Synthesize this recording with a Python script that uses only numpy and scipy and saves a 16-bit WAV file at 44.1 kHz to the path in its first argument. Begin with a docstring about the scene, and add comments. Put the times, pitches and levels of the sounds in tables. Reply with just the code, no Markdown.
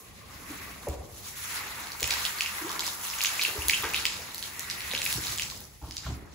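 """A hose nozzle sprays a horse's legs and coat in a boarded wash stall: droplet impacts, filtered into bands,
give hiss, splatter and drumming, and the same bands carry the barn rumble and the murmur of water.
Run-off smacks the wet rubber floor as ringing bubbles with a crack and a tick. Thumps and knocks, some perhaps
hooves or boots, some short thumps at the microphone, are filtered noise with damped low modes; tones gulp.
Walls add echoes and a tail. Two microphone ports hear it, alike in the bass, with a phase lag in the treble."""
import sys
import numpy as np
from scipy import signal
from scipy.fft import rfft, irfft, next_fast_len
from scipy.io import wavfile

SR = 44100
rng = np.random.default_rng(int(sys.argv[2]) if len(sys.argv) > 2 else 0)


def store_wav(level_fs):
    """Save 16-bit WAV to argv[1]."""
    pcm = np.round(np.clip(np.atleast_2d(level_fs), -1, 1) * 32767)
    wavfile.write(sys.argv[1], SR, pcm.T.astype(np.int16))


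N = 279594   # length in samples

# sweeping jet: t/s, splatter level/dB, mist level/dB, low drumming level/dB
JET_LEVELS = [(0.0, -57, -58.5, -94), (0.32, -55.5, -54.5, -55), (0.6, -45, -51, -49),
              (0.83, -54, -55.5, -53), (1.13, -63, -53.5, -61), (1.27, -59, -47, -53),
              (1.38, -45, -47.5, -53), (1.58, -39.5, -42, -41.5), (1.98, -47, -48.5, -45.5),
              (2.14, -35, -38, -37.5), (2.24, -42.5, -41, -42), (2.5, -40, -59, -44), (2.63, -41, -45, -39),
              (2.77, -43.5, -41.5, -38), (2.88, -59, -34.5, -39), (2.97, -56, -44.5, -42.5),
              (3.06, -46.5, -40, -43.5), (3.32, -40, -38, -40.5), (3.73, -43, -42.5, -42),
              (3.92, -40.5, -41.5, -40), (4.18, -46.5, -44, -46.5), (4.41, -49.5, -45.5, -50),
              (4.64, -43, -49.5, -47.5), (4.96, -39.5, -43, -44.5), (5.12, -42.5, -37.5, -44),
              (5.33, -45, -38.5, -44), (5.61, -64, -59.5, -56), (5.8, -66, -57.5, -69),
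              (6.02, -63, -48.5, -55), (6.09, -59, -43.5, -48), (6.2, -55, -63, -55.5),
              (6.34, -62.5, -56, -56)]
# spectra of the jet's parts: f/Hz, level per Hz/dB
DRUMMING_SPECTRUM = [(300, -13.5), (600, -13), (850, -6), (1100, -1.5), (1400, -3), (2200, -10)]
SPLATTER_SPECTRUM = [(900, -31), (1300, -7), (1600, -3.5), (2000, 0), (2600, -3), (3100, -9), (3700, -6),
                     (5500, -22)]
MIST_SPECTRUM = [(2200, -9), (3500, -6), (4500, -2), (5500, -9.5), (7000, -5.5), (10000, -34)]
NOZZLE_SPECTRUM = [(5000, 2), (8000, -3.5), (10000, 1.5), (12500, -1.5), (15000, -12.5), (17000, 13)]
# hiss at the nozzle: t/s, level/dB
NOZZLE_LEVEL = [(0.0, -53), (0.14, -64.5), (0.55, -51), (0.97, -60.5), (1.45, -44.5), (1.94, -51),
                (2.03, -43), (2.21, -46), (3.16, -43), (3.21, -42.5), (3.67, -42), (3.69, -40), (3.73, -43),
                (4.33, -53.5), (4.34, -47), (4.7, -48.5), (5.17, -40), (5.77, -61.5), (6.11, -60),
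                (6.34, -69)]
# barn rumble: t/s, level/dB
RUMBLE_LEVEL = [(0.0, -52.5), (0.44, -49.5), (3.37, -54.5), (3.81, -47), (4.45, -53), (5.4, -46),
                (5.72, -53), (6.34, -50.5)]
# barn rumble: f/Hz, level per Hz/dB
RUMBLE_SPECTRUM = [(15, -37), (25, -21), (48, -2), (70, 0), (120, -4.5), (160, -9), (230, -23), (300, -42)]
# murmur of water on the floor: t/s, level/dB
MURMUR_LEVEL = [(0.0, -58.5), (0.63, -54), (0.94, -56), (1.36, -60), (1.77, -56), (2.59, -60), (2.77, -52),
                (3.02, -59.5), (3.28, -60.5), (3.78, -54), (4.5, -56.5), (5.19, -54.5), (5.4, -55),
                (5.63, -56.5), (5.81, -66.5), (6.34, -56)]
# murmur of water: f/Hz, level per Hz/dB
MURMUR_SPECTRUM = [(150, -16), (200, 6), (260, -1.5), (420, -1.5), (600, -4.5), (800, -4.5), (1040, -30)]
# jet's core against the splatter: t/s, relative level/dB
CORE_LEVEL = [(0, -20), (1.4, -10), (1.7, -11), (2.0, -10), (2.6, -12), (3.4, -15), (4.2, -8), (4.7, -8),
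              (5.0, -17), (5.5, -5), (6.34, -14)]
# run-off dripping from the coat: t/s, mean rate of small drops/(1/s)
RUN_OFF_RATE = [(0, 4.7), (1.7, 13.7), (2.0, 113), (3.0, 51), (4.2, 64), (5.4, 74), (5.8, 25), (6.34, 7.6)]
# loud drops on the wet floor: t/s, level/dB, bubble f/Hz, crack and tick each re bubble/dB, ring decay/cycles
LOUD_DROPS = [(0.8862, -31, 7600, -3, 10, 1.6), (1.8713, -29.5, 4370, -9, -18.0, 1.6),
              (1.9196, -27, 4530, 2, -11.0, 3.5), (1.9992, -29, 7080.0, 2, -3, 3.5),
              (2.006, -24, 7040, 3, 8, 3.3), (2.027, -28, 3300, 2, -24, 1.3),
              (2.0294, -14.5, 2830, 2, 3, 0.49), (2.0434, -15.5, 2660, -12, -6, 0.4),
              (2.0527, -28, 3000.0, -5.0, -20.0, 1.2), (2.058, -18, 7500, -15, -10, 1.5),
              (2.0762, -22, 2620, -4, 11, 0.76), (2.1065, -15, 3940, -3, -28, 1.4),
              (2.109, -15, 2400, 2, -3, 2.8), (2.126, -14, 4620, -8, -14, 1),
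              (2.2522, -11, 3200, -7, -18, 0.47), (2.386, -20.5, 4500, -13, -25.0, 1.5),
              (2.408, -9.5, 2600, -6, -31, 0.91), (2.4612, -17.5, 2750, -8, -30.0, 1.7),
              (2.466, -24, 2540, -12, -25.0, 1.8), (2.694, -28.5, 2660.0, 8, -20.0, 0.71),
              (2.7166, -25.5, 3800, 1, 6, 1.4), (2.7943, -15.5, 3700, 1, 0, 0.9),
              (2.8, -30, 3880.0, -1.0, -12.0, 3.1), (2.8073, -20, 7500, -11, -9.0, 3.5),
              (2.856, -30, 4150.0, -7, -13.0, 1.3), (2.8662, -16, 5030, -14, 2, 0.38),
              (3.1007, -20.5, 5300, -14, -17, 3), (3.1384, -23.5, 2710, -4, -30.0, 1.6),
              (3.187, -22.5, 6600, -3, -17, 3.1), (3.2076, -13.5, 2690.0, -25.0, -35, 0.97),
              (3.216, -13, 4400, -8, -7, 0.8), (3.2377, -12.5, 6700, -9, 7, 0.99),
              (3.248, -10, 2480, -3.5, -20.0, 0.75), (3.2575, -16.5, 6200, 3, -9.0, 2),
              (3.395, -14, 2440, -20, -20.0, 2.8), (3.414, -10, 4140, -13, -13, 1.1),
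              (3.417, -27.5, 2330, 10, -11, 1.5), (3.42, -19, 4380, 1, -18, 4.2),
              (3.436, -19.5, 3080, -27, 11.5, 2.9), (3.4508, -9.5, 2690, -16, -22, 2.3),
              (3.6209, -22.5, 2780, -20, 3, 3), (3.6839, -14.5, 3930, -19, 11.5, 0.89),
              (3.688, -35, 4500, 4, -2, 1.8), (3.6947, -20, 4000.0, -10, -6.0, 1.0),
              (3.6976, -7.5, 2290, -1.5, -8, 1.9), (3.7348, -9.5, 2630.0, -29, -21.0, 3.1),
              (3.7425, -16, 3070, -23, -25.0, 4.7), (3.825, -25, 3430, -16, 11, 3.3),
              (3.8414, -19, 2050, -2, -22, 0.63), (3.9364, -22.5, 2470, -2, 5, 4.1),
              (3.945, -10, 2630.0, -10.5, -24.0, 1.5), (3.963, -17.5, 3670, -7, 1, 1.5),
              (4.0125, -25, 4320.0, -8, -17.0, 1.4), (4.0543, -6.5, 2670, -2, -8, 0.95),
              (4.073, -25, 2590, -11.0, -16.0, 2.3), (4.3459, -26, 4200, -12, 9, 1.7),
              (4.381, -24, 6300, -3, 5, 1.1), (4.4269, -20.5, 3550, -3, -4, 1),
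              (4.5948, -16, 6400, -12, 2, 0.73), (4.7002, -15.5, 4730, -3, -12, 0.7),
              (4.8064, -22.5, 2450.0, -1, -16, 1.2), (4.908, -28, 3810, -8, -20, 1.2),
              (4.914, -16.5, 3620.0, -13, -19.0, 1.6), (4.936, -21, 2170, 2, -26, 0.47),
              (4.9502, -13, 2900, -8, -24, 1.2), (4.9637, -27, 3040, -1, -20, 2),
              (4.977, -16.5, 3640.0, -12, -16.0, 2), (5.0181, -23, 2650, 8.5, -30.0, 3.5),
              (5.042, -28, 7000, -8, 13, 1.5), (5.053, -25, 7800, -3, 17, 1.5),
              (5.0631, -13.5, 2490, -6.5, -18.0, 1.8), (5.127, -22, 3490.0, 1, 9, 2.1),
              (5.1641, -23, 5400, -16, -21, 4.1), (5.238, -34, 3660, 10, -13, 1.7),
              (5.2696, -19.5, 3980, -1.5, -30.0, 0.7), (5.3223, -22.5, 3800, -3, 1, 1.9),
              (5.3772, -18, 7770.0, -7, -5.0, 2.3), (5.3845, -20.5, 3170, 3.5, -10, 0.63),
              (5.3972, -14, 2690, -14, -2, 1), (5.4216, -23.5, 2500, 9.5, -30.0, 1.4),
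              (5.501, -19.5, 4260, -6.5, -7, 0.61), (5.553, -45, 7240.0, -29, 0.0, 3.5),
              (5.5627, -33, 5100.0, -7, -5, 3.5), (5.605, -37, 3840, -15, 15, 1.6),
              (5.6406, -35.5, 5840, -3, -15, 4.6), (5.91, -28.5, 4540, 3, -3, 0.33),
              (5.9683, -16.5, 4700, -2.5, -16, 1.6)]
# hollow gulps, as of water sucked from under a sole: t/s, level/dB, start f/Hz, glide/(octaves/s), length/s
SOLE_GULPS = [(0.489, -40, 321.3, -9.5, 0.05), (2.61, -36, 336, -2, 0.027), (2.631, -38, 290.4, 11, 0.06)]
# thumps and knocks, some perhaps hooves or boots, some short thumps at the microphone:
# t/s, knock level/dB, knock f/Hz, boom drive/dB, extra drive above 100 Hz/dB, knock decay/s
THUMPS = [(0.869, -32, 573, -45, -10, 0.02), (0.871, -51, 810, -60, 2, 0.018),
          (0.877, -41.5, 335, -30.5, -0.5, 0.032), (0.905, -50, 660, -57, 3, 0.034),
          (0.94, -45, 730, -63, 0, 0.0099), (0.981, -58, 605, -43, -17, 0.02),
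          (1.006, -48.5, 690, -53, 4, 0.018), (1.09, -60, 493, -52, -21, 0.034),
          (2.019, -38, 497, -39.5, 4, 0.012), (3.478, -46, 472, -64, -9, 0.036),
          (3.555, -40.5, 407, -55, 1, 0.029), (3.573, -42.5, 306, -35.5, -25, 0.012),
          (3.646, -50.5, 302, -41, -10, 0.038), (3.834, -30, 1220, -52, 6, 0.0034),
          (3.84, -34, 1220, -65, 0, 0.024), (3.848, -36, 2210, -58, 0, 0.02),
          (3.837, -38.5, 382, -43, -6, 0.028), (4.189, -50, 533, -56, -4, 0.044),
          (4.934, -31, 540, -60, 8, 0.0023), (4.935, -39.5, 258, -60, 8, 0.0035),
          (4.991, -62, 330, -62, 4, 0.0053), (5.145, -55, 249, -43.5, 13.5, 0.021),
          (5.176, -40.5, 315, -43, 9, 0.016), (5.816, -52, 850, -52, 2, 0.034),
          (5.818, -53, 300, -39, 2.5, 0.037), (5.837, -50.5, 840, -47, 1, 0.043),
          (5.873, -47, 290, -51, 11, 0.017), (6.032, -61, 1200, -60, 0, 0.02),
          (6.045, -48.5, 1750, -38, 6, 0.018), (6.062, -39.5, 1130, -48, 3, 0.008),
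          (6.066, -45.5, 610, -60, 1, 0.015), (6.076, -45, 251, -36, 9, 0.047),
          (6.104, -47, 780, -39, 8.5, 0.013), (6.169, -50, 292, -59, 4, 0.027),
          (6.219, -53, 392, -55, 13, 0.023), (6.265, -62, 297, -55, 4, .03)]
# low modes of the boom: f/Hz, relative level/dB, t60/s
BOOM_MODES = [(59, -2, 0.12), (68.8, 6, 0.19), (74.4, 3, 0.17), (119.4, -4, 0.097), (123, 3, 0.085),
              (154, -6, 0.12), (247, -13, 0.085)]
# coherence of the two ports: f/Hz, share of power heard by both
SHARED_POWER = [(60, 0.89), (200, 0.72), (400, 0.48), (550, 0.1), (1000, 0.55), (1400, 0.029), (2200, 0.24),
                (3500, 0.23), (6000, 0.023), (8000, 1), (16000, 1)]
# phase between the ports: f/Hz, lead of the left/rad
LEFT_LEAD = [(0, 0), (1600, 0), (3700, 1.5), (4900, .3), (5300, -1), (6200, .2), (7000, 0), (9000, -np.pi),
             (11100, -2 * np.pi), (13300, -3 * np.pi), (15300, -4 * np.pi), (17000, -15)]
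# decay of the stall: f/Hz, t60/s
STALL_DECAY = [(100, 0.7), (500, 0.95), (2500, 0.3), (8000, 0.55), (16000, 0.013)]
# early reflections: delay/s, level/dB
EARLY_ECHOES = [(.0065, -12.5), (0.016, -14)]

CORE_HZ, CORE_HALF_WIDTH_HZ, CORE_WAVER_DB = 1970, 175, 3
BUBBLES_PER_S, BUBBLES_DB, BUBBLE_CYCLES = 260, -6.5, 31   # level re drumming; cycles to fall 60 dB
NARROW_HISS_DB, JET_LIFTS_S, LIFT_FADE_S = -59.5, 0.99, 0.37   # while the jet points at the floor
SPLASH_MIST_DB, SPLASH_HISS_DB, SPLASH_DECAY_S = -25.5, -41, 0.041   # levels re the loud drop
DROP_SAMPLES, LEAD = 400, 100   # length of a drop, and its part before the peak
SWELL_CYCLES, CRACK_DECAY_S, TICK_DECAY_S = 1.22, 0.00086, 0.00092
SPATTER_DB = -8.5   # rough tails of crack and tick
CRACK_HZ = (1800, 7500)   # the tick lies above the upper edge
DROP_CUT_HZ = 1510   # a drop is too small to sound lower
GULP_EDGE_S, GULP_WOBBLE_OCT, GULP_FLUTTER_DB = 0.013, .1, 2.5
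RISE_SHARE, KNOCK_WIDTH_OCT = 0.19, 1.1   # rise time per decay time; width of the noise
KNOCK_RING_DB, KNOCK_RING_CYCLES = 6, 2.0   # a ring at the first touch
SIDE_WALL_S, SIDE_WALL_DB, SIDE_WALL_HZ = .0119, [[-5.5], [1]], (3200, 7000)   # dB for left, right
CUTOFF_HZ = 15700


def amp(db):
    """Logarithmic level: amplitude grows tenfold every 20 dB."""
    return 10 ** (np.asarray(db) / 20)


def rms_one(x):
    """Normalization of mean power: the signal is scaled to rms 1."""
    return x / np.sqrt(np.mean(x ** 2) + 1e-20)


def filtered(x, order, hz, kind):
    """Linear filtering: a Butterworth response passes the chosen part of the spectrum."""
    return signal.sosfilt(signal.butter(order, hz, kind, fs=SR, output="sos"), x)


def in_time(rows):
    """Linear interpolation: each column of a time table becomes a sampled curve."""
    s, *columns = np.transpose(rows)
    return [np.interp(np.arange(N) / SR, s, c) for c in columns]


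def at_hz(points, hz):
    """Interpolation of a spectrum on a logarithmic frequency axis."""
    frequencies, values = np.array(points).T
    return np.interp(np.log(hz), np.log(frequencies), values)


def drift(rate):
    """Low-passed randomness: a curve of spread 1 that changes about rate times a second."""
    r = np.exp(-80 * np.pi * rate / SR)   # computed at every 40th sample
    noise = rng.standard_normal(N // 40 + 2002)
    slow = signal.lfilter([1], [1, -2 * r, r * r], noise)[2000:]   # settled part only
    return np.interp(np.arange(N) / 40, np.arange(len(slow)), rms_one(slow))


def bands(x, low_hz):
    """Third-octave analysis: neighbouring bands take turns on two independent noises."""
    edges = low_hz * 2 ** (np.arange(0, 29) / 3)
    for k, (low, high) in enumerate(zip(edges, edges[1:])):
        yield np.sqrt(low * high), filtered(x[k % 2], 2, [low, high], "band")


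def ports(common, own=None):
    """Partial coherence: left and right share a phase-shifted sound, mixed with what each hears alone."""
    size = next_fast_len(N)
    hz = np.arange(size // 2 + 1) * SR / size
    half_turn = np.exp(.5j * np.interp(hz, *np.transpose(LEFT_LEAD)))
    both = rfft(common, size) * np.array([half_turn, half_turn.conj()])
    if own is not None:
        share = np.clip(at_hz(SHARED_POWER, hz + 1), 0, 1)
        both = np.sqrt(share) * both + np.sqrt(1 - share) * rfft(own, size)
    return irfft(both, size)[:, :N]


def droplets(per_s, spread_db, shape):
    """Shot noise: random impacts of uneven size and either sign, scaled to rms 1."""
    sizes = amp(spread_db * np.minimum(rng.exponential(1, shape), 6))
    signed = sizes * rng.choice([-1, 1], shape)
    return rms_one(signed * (rng.random(shape) < per_s / SR))


def spray_and_rumble(patchy_db=0.98, flicker_db=1.61, sputter_db=0.46):
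    """Additive power spectra: droplet noise is weighted by band, swelling partly together, partly alone."""
    splatter, mist, drumming = in_time(JET_LEVELS)
    levels = [drumming, splatter, mist]
    levels += in_time(NOZZLE_LEVEL) + in_time(RUMBLE_LEVEL) + in_time(MURMUR_LEVEL)
    spectra = [DRUMMING_SPECTRUM, SPLATTER_SPECTRUM, MIST_SPECTRUM,
               NOZZLE_SPECTRUM, RUMBLE_SPECTRUM, MURMUR_SPECTRUM]
    widths_hz = [700, 1300, 2000, 3000, 100, 300]   # each power is spread over this width
    power = [amp(2 * level) / width * SR / 2 for level, width in zip(levels, widths_hz)]
    splash = splashes() * SR / 2
    power[2] = power[2] + amp(2 * SPLASH_MIST_DB) * splash / widths_hz[2]
    power[3] = power[3] + amp(2 * SPLASH_HISS_DB) * splash / widths_hz[3]
    together = patchy_db * drift(3.1) + flicker_db * drift(10.2) + sputter_db * drift(135)
    out = 0
    for hz, band in bands(droplets(9000, 1.36, (2, 3, N)), 27.28):
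        mix = 0
        for p, spectrum in zip(power, spectra):
            if spectrum[0][0] < hz < spectrum[-1][0]:
                mix = mix + p * amp(2 * at_hz(spectrum, hz))
        # the shared swelling is weaker in the bass
        swelling_db = together * np.clip(hz / 3000, .2, 1) + flicker_db * drift(18.8)
        out = out + np.sqrt(mix) * amp(swelling_db) * band
    return ports(out[0], out[1:])


def jet_core():
    """Band-limited shot noise: a focused, wavering band of the splatter where the jet lands hardest."""
    edges = [CORE_HZ - CORE_HALF_WIDTH_HZ, CORE_HZ + CORE_HALF_WIDTH_HZ]
    noise = rms_one(filtered(droplets(4000, 2.5, (3, N)), 2, edges, "band"))
    level_db = in_time(JET_LEVELS)[0] + in_time(CORE_LEVEL)[0] + CORE_WAVER_DB * drift(6.3)
    noise = noise * amp(level_db)
    return ports(noise[0], noise[1:])


def film_bubbles():
    """Damped resonance: bursts in the water film on the coat ring briefly at one of 16 pitches."""
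    bursts = droplets(BUBBLES_PER_S, 4.0, (3, N))
    dealt, out = rng.integers(0, 16, (3, N)), 0
    for k, hz in enumerate(np.geomspace(850, 2900, num=16)):
        r, w = amp(-60 * hz / (BUBBLE_CYCLES * SR)), 2 * np.pi * hz / SR
        struck = bursts * (dealt == k) + 1e-18
        out = out + signal.lfilter([0, np.sin(w)], [1, -2 * r * np.cos(w), r * r], struck)
    out = rms_one(out) * amp(in_time(JET_LEVELS)[2] + BUBBLES_DB)   # follows the drumming
    return ports(out[0], out[1:])


def narrow_hiss(hz=1120.0, half_width_hz=80.0, waver_db=2.5):
    """Narrow-band noise: one band wavers and fades out as the jet lifts."""
    edges = [hz - half_width_hz, hz + half_width_hz]
    noise = rms_one(filtered(rng.standard_normal((3, N)), 2, edges, "band"))
    fade = np.clip(1 - (np.arange(N) / SR - JET_LIFTS_S) / LIFT_FADE_S, 0, 1)
    noise = noise * amp(NARROW_HISS_DB + waver_db * drift(9.8)) * fade
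    return ports(noise[0], noise[1:])


def drop(hz, crack_db, tick_db, cycles, rise=0.003):
    """Bubble resonance: trapped air swells and rings with rising pitch; a crack and a tick mark its peak."""
    t = (np.arange(DROP_SAMPLES) - LEAD) / SR
    turns = hz * t
    attack = (np.minimum(turns, 0) / SWELL_CYCLES) ** 2
    decay = np.maximum(turns, 0) / max(cycles, .4)
    bubble = np.sin(2 * np.pi * turns * (1 + rise * turns / 2)) * np.exp(-attack - decay)
    slap = t == 0
    spatter = amp(SPATTER_DB) * rng.standard_normal(DROP_SAMPLES) * (t > 0)
    # zero-phase filters keep crack and tick centred on the slap
    crack_band = signal.butter(2, CRACK_HZ, "band", fs=SR, output="sos")
    tick_band = signal.butter(2, CRACK_HZ[1], "high", fs=SR, output="sos")
    crack = signal.sosfiltfilt(crack_band, slap + spatter * np.exp(-np.abs(t) / CRACK_DECAY_S))
    tick = signal.sosfiltfilt(tick_band, slap + spatter * np.exp(-np.abs(t) / TICK_DECAY_S))
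    crack = amp(crack_db) * crack / np.abs(crack).max()
    return bubble + crack + amp(tick_db) * tick / np.abs(tick).max()


def drops(small_db=5.0):
    """Random arrivals: small drops fall at the run-off rate, their level following the mist, among loud ones."""
    out = np.zeros(N + DROP_SAMPLES)
    for s, db, hz, crack_db, tick_db, cycles in LOUD_DROPS:
        i = round(s * SR) - LEAD
        out[i:i + DROP_SAMPLES] += amp(db) * drop(hz, crack_db, tick_db, cycles)
    mist_db = in_time(JET_LEVELS)[1]
    fallen = np.cumsum(in_time(RUN_OFF_RATE)[0]) / SR   # expected count so far
    gaps, pitches, sizes = rng.random((600, 3)).T
    starts = np.searchsorted(fallen, np.cumsum(-np.log(gaps)))
    for i, pitch, size in zip(starts, pitches, sizes):
        if i < N:
            level_db = mist_db[i - 1] + small_db - 3.0 * np.log(size + 0.079)
            out[i:i + DROP_SAMPLES] += amp(level_db) * drop(2200 * 3.5 ** pitch, -19, 7.0, 1.7)
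    return filtered(out[:N], 3, DROP_CUT_HZ, "high")


def gulps():
    """Cavity resonance: a rough, unsteady tone glides as its cavity changes size."""
    out, t = 0, np.arange(N) / SR
    for s, db, hz, glide, length in SOLE_GULPS:
        age = np.clip(t - s, 0, length)
        edges = np.clip(np.minimum(age, length - age) / GULP_EDGE_S, 0, 1)
        level = amp(db + GULP_FLUTTER_DB * drift(90)) * edges
        pitch_hz = hz * 2 ** (glide * age + GULP_WOBBLE_OCT * drift(60.5))
        out = out + level * np.sin(2 * np.pi * np.cumsum(pitch_hz) / SR)
    return out


def thumps():
    """Modal excitation: a short knock of band noise with a ring, then a boom of damped low modes."""
    out, t = np.zeros(N + SR), np.arange(SR // 2) / SR
    late = np.maximum(t - .008, 0)   # the boom builds up after the first touch
    for s, knock_db, hz, boom_db, upper_db, decay in THUMPS:
        rise = RISE_SHARE * decay
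        envelope = np.exp(-np.maximum(t - rise, 0) / decay) * np.minimum(t / rise, 1)
        edges = hz * 2 ** (KNOCK_WIDTH_OCT * np.array([-.5, .5]))
        rough = filtered(rng.standard_normal(len(t)) * envelope, 3, edges, "band")
        age = hz * t / KNOCK_RING_CYCLES
        ring = np.sin(2 * np.pi * hz * t) * age * np.exp(-age)
        knock = rough / np.abs(rough).max() + amp(KNOCK_RING_DB) * ring
        knock = knock / np.sqrt(np.sum(knock ** 2) / (decay * SR))   # energy of rms 1 over the decay time
        boom = 0
        for f, mode_db, t60 in BOOM_MODES:
            strength = amp(mode_db + upper_db * (f > 100) + rng.standard_normal())
            boom = boom + strength * np.sin(2 * np.pi * f * late) * amp(-60 * late / t60)
        boom = boom * np.minimum(late / 0.01, 1)
        i = round(s * SR)
        out[i:i + len(t)] += amp(knock_db) * knock + amp(boom_db) * boom
    return out[:N]


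def splashes():
    """Exponential decay: power jumps at each loud drop and dies away."""
    kicks, keep = np.zeros(N), np.exp(-1 / (SPLASH_DECAY_S * SR))
    for s, db, *_ in LOUD_DROPS:
        kicks[round(s * SR)] = amp(2 * db)
    return signal.lfilter([1], [1, -keep], kicks)


def delayed(x, s):
    """Travel time: the sound arrives s seconds later."""
    return np.r_[np.zeros(round(s * SR)), x][:N]


def stall(x):
    """Room reflection: three early wall echoes and a diffuse tail that dies band by band."""
    t = np.arange(SR // 2) / SR
    noise = rng.standard_normal((2, 3, len(t)))
    tail = sum(band * amp(-60 * t / at_hz(STALL_DECAY, hz)) for hz, band in bands(noise, 26.6))
    tail = tail * np.clip((t - .003) / .015, 0, 1)   # reflections thicken gradually
    tail = tail / np.sqrt(np.sum(tail[0] ** 2))
    wet = signal.fftconvolve(x[None], tail, axes=1)[:, :N]
    echoes = sum(amp(db) * delayed(x, s) for s, db in EARLY_ECHOES)
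    side = filtered(delayed(x, SIDE_WALL_S), 2, SIDE_WALL_HZ, "band")
    side = amp(SIDE_WALL_DB) * [[1], [-1]] * side   # opposite phase at the two ports
    return ports(wet[0], wet[1:]), ports(echoes) + side


def scene():
    """Superposition: spray and rumble sound on; drops, thumps and gulps come direct, then from the walls."""
    drip, thump, gulp = drops(), thumps(), gulps()
    tail, echoes = stall(drip + amp(-4.5) * thump + amp(-8) * gulp)
    wet = amp(-5.0) * tail + echoes
    water = spray_and_rumble() + jet_core() + film_bubbles() + narrow_hiss()
    return water + ports(drip + thump + gulp) + wet


def record(dry):
    """Band limitation: the microphone loses the deep bass, and the top is cut steeply."""
    thin = filtered(dry, 2, 42, "high")
    return signal.sosfilt(signal.ellip(12, .5, 75, CUTOFF_HZ, fs=SR, output="sos"), thin)


dry = scene()
out = record(dry)
store_wav(out)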